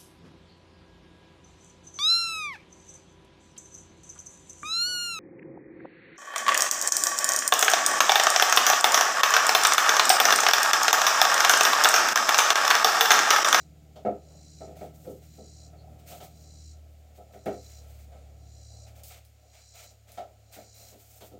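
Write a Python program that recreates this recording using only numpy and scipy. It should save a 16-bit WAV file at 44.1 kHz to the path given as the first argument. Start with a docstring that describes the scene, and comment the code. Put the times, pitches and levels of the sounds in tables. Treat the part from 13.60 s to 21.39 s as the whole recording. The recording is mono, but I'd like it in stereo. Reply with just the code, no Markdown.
"""Open concrete garage: plastic pipes are pushed one by one into holes in a wooden beam, a few metres away.
Knocks and a few soft scuffs ring modes; sliding is coloured, slightly uneven noise; edges click as snaps.
A low hollow rumble and rubbing rises and sinks as coloured noise over a roar and an even hiss.
Outside, a distant engine hums in firing orders and unevenly loses speed.
An insect buzzes about once a second as pulsed noise in wing resonances; one faint peep is narrow noise."""
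import sys
import numpy as np
from scipy import signal
from scipy.fft import rfft, irfft, next_fast_len
from scipy.io import wavfile

SR = 44100
rng = np.random.default_rng(int(sys.argv[2]) if len(sys.argv) > 2 else 0)


def to_wav(sig):
    """Store sig (one row per channel, or 1-D mono) as 16-bit WAV at the path in sys.argv[1].

    Samples outside -1..1 are clipped; the rate is SR.
    """
    pcm = np.clip(np.atleast_2d(sig), -1, 1) * 32767
    pcm = np.round(pcm).astype(np.int16)
    wavfile.write(sys.argv[1], SR, pcm.T)  # frames by channels


N = 343539
TIME = np.arange(N) / SR
DIRECT_LAG_S = 0.000455  # left port after right

# hollow ring heard with the pipe, coloured by the microphone port: freq_hz, width_hz, rel_db
HOLLOW_MODES = [(616.4, 89, -0.5), (649, 33, -2), (677, 38, -4), (703.5, 25.6, 1), (759, 53, -2.5),
                (815, 62, -10.5), (900, 99, -18), (1248, 47, -17), (1315, 35, -12)]
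# engine upper orders, fading as it slows: time_s, rel_db
UPPER_LEVEL = [(0, -58.5), (1.25, -57), (2, -60.5), (2.65, -58), (3.1, -64), (3.5, -74), (4.8, -65),
               (5.8, -90), (7.79, -85)]


def from_db(db):
    """Decibels to gain."""
    return 10 ** (np.asarray(db) / 20)


def rms_one(x):
    """Scale to unit power over all ports."""
    return x / np.sqrt(np.mean(x ** 2) + 1e-20)


def in_time(points):
    """A (time_s, value) curve, sample by sample."""
    time_s, value = np.transpose(points)
    return np.interp(TIME, time_s, value)


def gains(points, size):
    """A (freq_hz, db) table as gains on the FFT grid, interpolated over log frequency."""
    freq_hz, db = np.transpose(points)
    grid_hz = np.fft.rfftfreq(size, 1 / SR)
    return from_db(np.interp(np.log(grid_hz + 1), np.log(freq_hz), db))


def colour(x, points):
    """Filter to a smooth spectrum."""
    size = next_fast_len(x.shape[-1] + SR // 10)
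    return irfft(rfft(x, size) * gains(points, size), size)[..., :x.shape[-1]]


def highpass(x, order, cutoff_hz):
    """Butterworth high-pass."""
    return signal.sosfilt(signal.butter(order, cutoff_hz, "high", fs=SR, output="sos"), x)


def drift(rate_hz):
    """Random curve: straight lines between normal knots of spread 1."""
    knots = rng.standard_normal(int(N / SR * rate_hz) + 2)
    return np.interp(TIME * rate_hz, np.arange(len(knots)), knots)


def likeness(hz):
    """Correlation of a diffuse sound at the two ports."""
    # sound from all sides: freq_hz, correlation
    correlation = [(60, 0.91), (200, 0.97), (300, 0.94), (450, 0.96), (640, 0.53), (1000, -0.58),
                   (1400, -0.49), (2200, 0.014)]
    return np.clip(np.interp(hz, *np.transpose(correlation)), -1, 1)


def diffuse(size, direct=0):
    """Noise from all directions at two ports; a direct share reaches the right port first."""
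    grid = next_fast_len(size)
    hz = np.fft.rfftfreq(grid, 1 / SR)
    mid, side, near = rfft(rng.standard_normal((3, grid)))
    alike = likeness(hz)
    field = np.sqrt(1 + alike) * mid + np.sqrt(1 - alike) * side * [[1], [-1]]
    field += direct * near * np.exp(-2j * np.pi * hz * DIRECT_LAG_S * [[1], [0]])
    return irfft(field, grid)[:, :size]


def stretch(noise, size):
    """A random piece of a long noise."""
    at = rng.integers(SR // 10, noise.shape[1] - size)
    return noise[:, at:at + size]


def resonate(x, modes):
    """Parallel resonances, each with its own share of the power."""
    out = 0
    for hz, width_hz, db in modes:
        edges_hz = [max(hz - width_hz / 2, 20), hz + width_hz / 2]
        band = signal.butter(2, edges_hz, "band", fs=SR, output="sos")
        out = out + from_db(db) * rms_one(signal.sosfilt(band, x))
    return rms_one(out)


def garage(rise_s, hold_s, t60_s, late_db):
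    """Room envelope of a knock: reflections pile up, hold, fall quickly and leave a faint tail."""
    t = np.arange(SR // 2) / SR
    fall = from_db(-60 * np.maximum(t - hold_s, 0) / t60_s)
    tail = from_db(late_db - 60 * t / 0.6)  # tail T60 0.6 s
    return (1 - np.exp(-t / rise_s)) * (fall + tail)


def add(out, start_s, sound):
    """Mix a sound in at start_s."""
    at = max(round(start_s * SR), 0)
    out[:, at:at + sound.shape[1]] += sound[:, :N - at]


def engine(third_trim_db=1, upper_trim_db=1, waver_db=1.6):
    """Sines at multiples of the firing rate; all but the 2nd order waver in level on the way."""
    # time_s, firing_hz
    speed_curve = [(0, 37.3), (1.5, 38.2), (3, 38.1), (4.5, 35.4), (5.5, 36.4), (6.2, 34.8), (7.79, 35.8)]
    # 2nd order, the hum: time_s, level_db
    hum_curve = [(0, -56), (.75, -54.5), (1.15, -51), (1.4, -55.5), (2.3, -50.5), (2.65, -56.5),
                 (3.08, -47), (3.75, -56.5), (4.25, -47.5), (5.45, -52.5), (5.8, -60.5), (7.4, -64),
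                 (7.79, -60)]
    # 3rd order: time_s, rel_db
    third_curve = [(0, -69), (2.2, -58.5), (3.4, -67.5), (3.95, -58), (4.6, -59.5), (5.3, -54.5),
                   (5.8, -64), (7.79, -61)]
    # upper orders: order, rel_db
    overtones = [(4, -0.5), (6, -17), (8, -12), (10, -22)]
    firing_hz = in_time(speed_curve) * (1 + 0.0017 * drift(5.97))
    turn = 2 * np.pi * np.cumsum(firing_hz) / SR
    upper_db = in_time(UPPER_LEVEL)

    out = from_db(in_time(hum_curve)) * np.sin(2 * turn)
    third_db = in_time(third_curve) + third_trim_db + waver_db * drift(6)
    out += from_db(third_db) * np.sin(3 * turn)
    for order, rel_db in overtones:
        level_db = upper_db + upper_trim_db + rel_db + waver_db * drift(3.7)
        phase = rng.uniform(0, 2 * np.pi)
        out += from_db(level_db) * np.sin(round(order) * turn + phase)
    # fainter drone just above the 4th order
    drone_db = upper_db - 5 + waver_db * drift(5.1)
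    out += from_db(drone_db) * np.sin(4.45 * turn)
    return np.sqrt(2) * out  # RMS to peak


def background(rumble_trim_db=1, swell_db=3.5, roar_mean_db=-68.5, roar_follows=0.46, hiss_db=-67):
    """Coloured noise: low hollow rumble and rubbing, rising and sinking, engine roar and an even hiss."""
    # low hollow rumble and rubbing: time_s, rel_db
    rumble_curve = [(0, -64.5), (1.8, -63.5), (2.3, -57.5), (2.8, -66), (4.55, -60.5), (4.95, -64.5),
                    (5.4, -58.5), (5.75, -69), (7.79, -63.5)]
    # spectra of rumble and rubbing, engine roar and hiss: freq_hz, rel_db_per_hz
    rumble_colour = [(30, -18), (60, 1), (120, -12), (200, -3.5), (330, -12), (450, -5.5), (620, 3),
                     (760, 3), (900, -14.5), (1080, -14), (1220, -19.5), (1320, -5), (1450, -22),
                     (3000, -31.5)]
    roar_colour = [(25, -24), (60, 5.5), (150, 2), (300, -4), (450, -6), (700, -30), (1500, -47)]
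    hiss_colour = [(900, -8), (1320, -1.5), (1700, -4.5), (2300, -2.5), (3200, -4), (5200, -7), (6900, -7),
                   (9000, -9.5), (10500, -17), (13500, -8.5), (16000, -11.5)]
    rumble_db = in_time(rumble_curve) + rumble_trim_db + swell_db * drift(14)
    rumble = from_db(rumble_db) * rms_one(colour(diffuse(N), rumble_colour))
    # roar takes a share of the upper orders' swing
    upper_db = in_time(UPPER_LEVEL)
    roar_db = roar_mean_db + roar_follows * (upper_db - upper_db.mean())
    roar = from_db(roar_db) * rms_one(colour(diffuse(N), roar_colour))
    hiss = highpass(colour(diffuse(N, direct=0.36), hiss_colour), 4, 900)
    return rumble + roar + from_db(hiss_db) * rms_one(hiss)


def insect(strokes_hz=59, buzz_s=0.43, buzz_db=-55, swell_db=13, release_s=0.03, whine_db=-9, high_hiss_db=-75):
    """Wing strokes pulse noise through wing resonances; every buzz swells, then stops."""
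    # end_s
    buzz_ends = [0.014, 1.055, 2.063, 3.12, 4.195, 5.252, 6.298, 7.314]
    # wing resonances: freq_hz, width_hz, rel_db
    wing_modes = [(4002, 140, 0), (4140, 130, -4), (5030, 700, -2.5), (5670, 790, 0.5), (6820, 420, -4),
                  (6330, 1580, 2.5), (8020, 230, -5.5)]
    level = np.zeros(N)
    for end_s in buzz_ends:
        during = (TIME > end_s - buzz_s - 0.2) & (TIME < end_s + 0.3)
        t = TIME[during]
        to_go = np.maximum(end_s - t, 0) / buzz_s
        release = np.exp(-np.maximum(t - end_s, 0) / release_s)
        level[during] += from_db(buzz_db - swell_db * to_go ** 3.1) * release

    phase = 2 * np.pi * np.cumsum(strokes_hz * (1 + 0.06 * drift(30))) / SR
    pulses = 1 + 0.27 * np.cos(phase)
    rasp = resonate(diffuse(N, direct=0.43) * pulses, wing_modes[1:])
    # lowest resonance whines and throbs most deeply
    whine = resonate(diffuse(N, direct=1.0), [wing_modes[0]]) * pulses ** 2
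    buzz = highpass(rasp + from_db(whine_db) * whine, 8, 3750)
    # faint, gently wavering high hiss around the insect's pitch
    high_hiss = resonate(diffuse(N, direct=0.5), [(6900, 690, -5), (6100, 3300, -4.5)])
    return level * rms_one(buzz) + from_db(high_hiss_db + drift(2.7)) * high_hiss


def struck(times_s, levels_db, modes, envelope, blur, vary_db=1.5):
    """Modes ring with new strengths at every start; scattered reflections blur them."""
    out, size = np.zeros((2, N)), len(envelope)
    hz, _, mode_db = np.transpose(modes)
    rings = np.exp(2j * np.pi * np.outer(hz, np.arange(size) / SR)) * envelope
    scattered = resonate(diffuse(3 * SR), modes)
    for start_s, level_db in zip(times_s, levels_db):
        # opposite phase shifts set each mode's port correlation
        apart = np.arccos(likeness(hz)) / 2 * rng.choice([-1, 1], len(hz)) * [[1], [-1]]
        gain = from_db(mode_db + vary_db * rng.standard_normal(len(hz)))
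        phase = apart + 2 * np.pi * rng.random(len(hz))
        ringing = ((gain * np.exp(1j * phase)) @ rings).real
        reflections = stretch(scattered, size) * envelope
        sound = rms_one(ringing) + blur * rms_one(reflections)
        add(out, start_s, from_db(level_db) * rms_one(sound))
    return out


def knocks(beam_trim_db=-18, hollow_trim_db=-9, wall_trim_db=-11, crack_trim_db=-10):
    """Knocks and a few soft scuffs of pipe on beam: thud, hollow ring, wall clack and crack, mostly via the walls."""
    # knocks and soft scuffs: start_s, thud_rel_db, ring_rel_db, clack_rel_db, crack_rel_db
    contacts = [(0.357, -46.5, -48, -65, -56.5), (0.449, -20, -26, -48, -59.5),
                (1.005, -39, -42.5, -62, -73), (1.074, -41, -49, -69, -81), (1.15, -50, -51.5, -68, -76),
                (1.207, -35.5, -40.5, -57, -63), (1.444, -45, -53.5, -63.5, -68),
                (1.468, -31, -48.5, -74, -64), (1.779, -40.5, -52.5, -78, -79), (2.127, -54, -55, -69, -82),
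                (2.209, -68, -60, -79, -77), (2.513, -50, -45, -66, -52.5), (2.601, -46.5, -47, -62, -51),
                (3.577, -47, -50.5, -84, -75), (3.734, -44, -48, -59.5, -67), (3.859, -23, -32, -43.5, -51),
                (4.521, -53.5, -54, -64.5, -68), (6.573, -44, -36, -52, -50.5),
                (6.96, -45, -47.5, -57, -66), (7.32, -48.5, -59.5, -71, -66), (7.607, -46, -52, -58.5, -53),
                (7.714, -41.5, -54.5, -82, -67)]
    # modes of beam and pipe wall: freq_hz, width_hz, rel_db
    beam_modes = [(116.2, 39, -13.5), (172.5, 12, -23), (206.5, 42, -2), (291.9, 50, -3), (349, 19, -8.5),
                  (383.3, 63, -6.5), (404.7, 37, 0), (452, 116, -1.5), (504.7, 32, 1), (544, 66, -8)]
    wall_modes = [(1433, 260, 5.5), (1570, 200, -7), (1880, 240, 2.5), (2170, 250, 1.5), (2660, 150, -6.5)]
    # contact crack: freq_hz, rel_db_per_hz
    crack_colour = [(500, -9), (950, 9), (1350, 2), (2000, -13), (3200, 4.5), (4200, -2), (7000, -7),
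                    (11000, -18.5), (16000, -15)]
    times_s, thud_db, ring_db, clack_db, crack_db = np.transpose(contacts)
    thud = garage(rise_s=0.0038, hold_s=0.039, t60_s=0.27, late_db=-45)
    ring = garage(rise_s=0.004, hold_s=0.032, t60_s=0.25, late_db=-42)
    clack = garage(rise_s=0.002, hold_s=0.012, t60_s=0.25, late_db=-48)
    out = struck(times_s, thud_db + beam_trim_db, beam_modes, thud, blur=0.94)
    out += struck(times_s, ring_db + hollow_trim_db, HOLLOW_MODES, ring, blur=0.83)
    out += struck(times_s, clack_db + wall_trim_db, wall_modes, clack, blur=2.1)
    crack = colour(diffuse(2 * SR, direct=0.68), crack_colour)
    for start_s, rel_db in zip(times_s, crack_db):
        burst = rms_one(stretch(crack, len(clack)) * clack)
        add(out, start_s, from_db(rel_db + crack_trim_db) * burst)
    return out


def stroke_envelope(start_s, length_s, attack_s=0.026, release_s=0.041):
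    """A stroke gathers speed, holds and dies away in the room."""
    t = np.maximum(TIME - start_s, 0)
    rise = np.minimum(t / attack_s, 1)
    fall = np.minimum(np.maximum(t - length_s, 0) / release_s, 20)
    return rise * np.exp(-fall)


def sliding(hollow_db=-8, fine_uneven_db=0.2, catch_db=2.0):
    """Plastic drags over wood: a rushing noise with slightly uneven catches, and a hollow ring along with it."""
    # pipe slides in its hole or along another: start_s, length_s, swish_db, scrape_db
    strokes = [(0.977, 0.15, -70, -65), (1.147, 0.11, -59, -58.5), (1.325, 0.23, -59, -76),
               (1.602, .16, -62, -67), (2.37, 0.095, -67, -65.5), (2.457, 0.076, -48.5, -53),
               (2.557, 0.11, -53, -58), (2.748, .08, -63, -76), (3.148, .36, -75, -88),
               (3.539, 0.021, -59, -61.5), (3.711, .035, -61, -61), (3.91, .03, -58.5, -66),
               (4.004, 0.42, -61.5, -63.5), (4.076, 0.026, -54, -56), (4.494, 0.18, -84, -67.5),
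               (5.256, 0.018, -61, -56.5), (5.341, 0.064, -58, -60), (5.43, 0.055, -49, -65),
               (5.489, 0.055, -54, -50), (5.916, 0.08, -65, -57.5), (6.134, 0.094, -52.5, -51),
               (6.285, 0.021, -65, -76), (6.467, .12, -62, -59), (6.912, 0.054, -48.5, -50),
               (7.131, 0.21, -53.5, -60.5), (7.376, 0.3, -54.5, -65.5)]
    # smooth swish and coarse scrape: freq_hz, rel_db_per_hz
    swish_colour = [(1500, -30), (3500, -6), (5000, -4.5), (7000, 0.5), (8800, -0.5), (10700, -8.5),
                    (12500, -0.5), (14500, 2), (16000, -1)]
    scrape_colour = [(200, -44), (450, 3), (700, 11), (1050, -2), (1320, 8), (1700, 0.5), (2250, 7),
                     (2800, 3.5), (3400, 4), (5000, 0.5), (8000, 0.5), (15000, -30)]
    power = np.zeros((2, N))
    for start_s, length_s, *levels_db in strokes:
        power += np.outer(from_db(levels_db), stroke_envelope(start_s, length_s)) ** 2
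    swish, scrape = np.sqrt(power)

    catches = from_db(fine_uneven_db * drift(700) + catch_db * drift(45))
    friction = diffuse(N, direct=0.31) * catches
    fine = rms_one(colour(friction, swish_colour))
    coarse = rms_one(colour(diffuse(N, direct=0.67) * catches, scrape_colour))
    hollow = resonate(friction, HOLLOW_MODES)
    return swish * fine + scrape * (coarse + from_db(hollow_db) * hollow)


def clicks(direct_db=10, room_db=-9, low_hz=3200, snap_s=0.00036):
    """Hard plastic edges snap: a bright noise burst reaches the right port first, reflections follow."""
    # start_s, rel_db
    snaps = [(1.169, -53), (2.477, -54), (3.578, -67), (3.741, -57), (3.858, -44), (5.279, -72),
             (5.4347, -37.5), (5.65, -51.5), (6.519, -45.5), (6.926, -50), (7.607, -48)]
    out = np.zeros((2, N))
    echoes = garage(rise_s=0.001, hold_s=0.0022, t60_s=0.22, late_db=-42)
    t = np.arange(len(echoes)) / SR
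    scattered = diffuse(2 * SR)
    for start_s, rel_db in snaps:
        snap = rng.choice([-1, 1], len(t)) * np.exp(-t / snap_s)
        direct = np.array([np.interp(t - DIRECT_LAG_S, t, snap, left=0), snap])
        room = echoes * stretch(scattered, len(t))
        sound = from_db(direct_db) * direct + from_db(room_db) * room
        add(out, start_s, from_db(rel_db) * highpass(sound, 2, low_hz))
    return out


def peep():
    """One short, thin, husky note: narrow noise under a bell-shaped envelope."""
    # centre_s, half_width_s (to 1/e), pitch_hz, level_db
    note = (2.205, .03, 4300, -64)
    centre_s, half_width_s, pitch_hz, level_db = note
    envelope = np.exp(-((TIME - centre_s) / half_width_s) ** 2)
    return from_db(level_db) * envelope * resonate(diffuse(N), [(pitch_hz, 550, 0)])


def scene():
    """The work at the beam, and what is heard around it."""
    return engine() + background() + insect() + knocks() + sliding() + clicks() + peep()


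def record(dry):
    """Two microphone ports differ in colour at equal total power; the top is cut."""
    # freq_hz, left_minus_right_db
    port_balance = [(60, -1.5), (220, 1), (380, 2.5), (520, 2.5), (660, 16.5), (790, 13), (1050, -1.5),
                    (1320, 6), (1900, 0), (4200, 1.5), (9500, 2.5), (12000, -8), (14500, -9)]
    size = next_fast_len(N + SR // 10)
    ratio = gains(port_balance, size)
    ports = np.array([ratio, np.ones_like(ratio)]) * np.sqrt(2 / (1 + ratio ** 2))
    heard = irfft(rfft(dry, size) * ports, size)[:, :N]
    top_cut = signal.ellip(12, 0.1, 80, 15900, fs=SR, output="sos")  # ripple_db, stop_db, cutoff_hz
    return signal.sosfilt(top_cut, heard)


dry = scene()
out = record(dry)
to_wav(out)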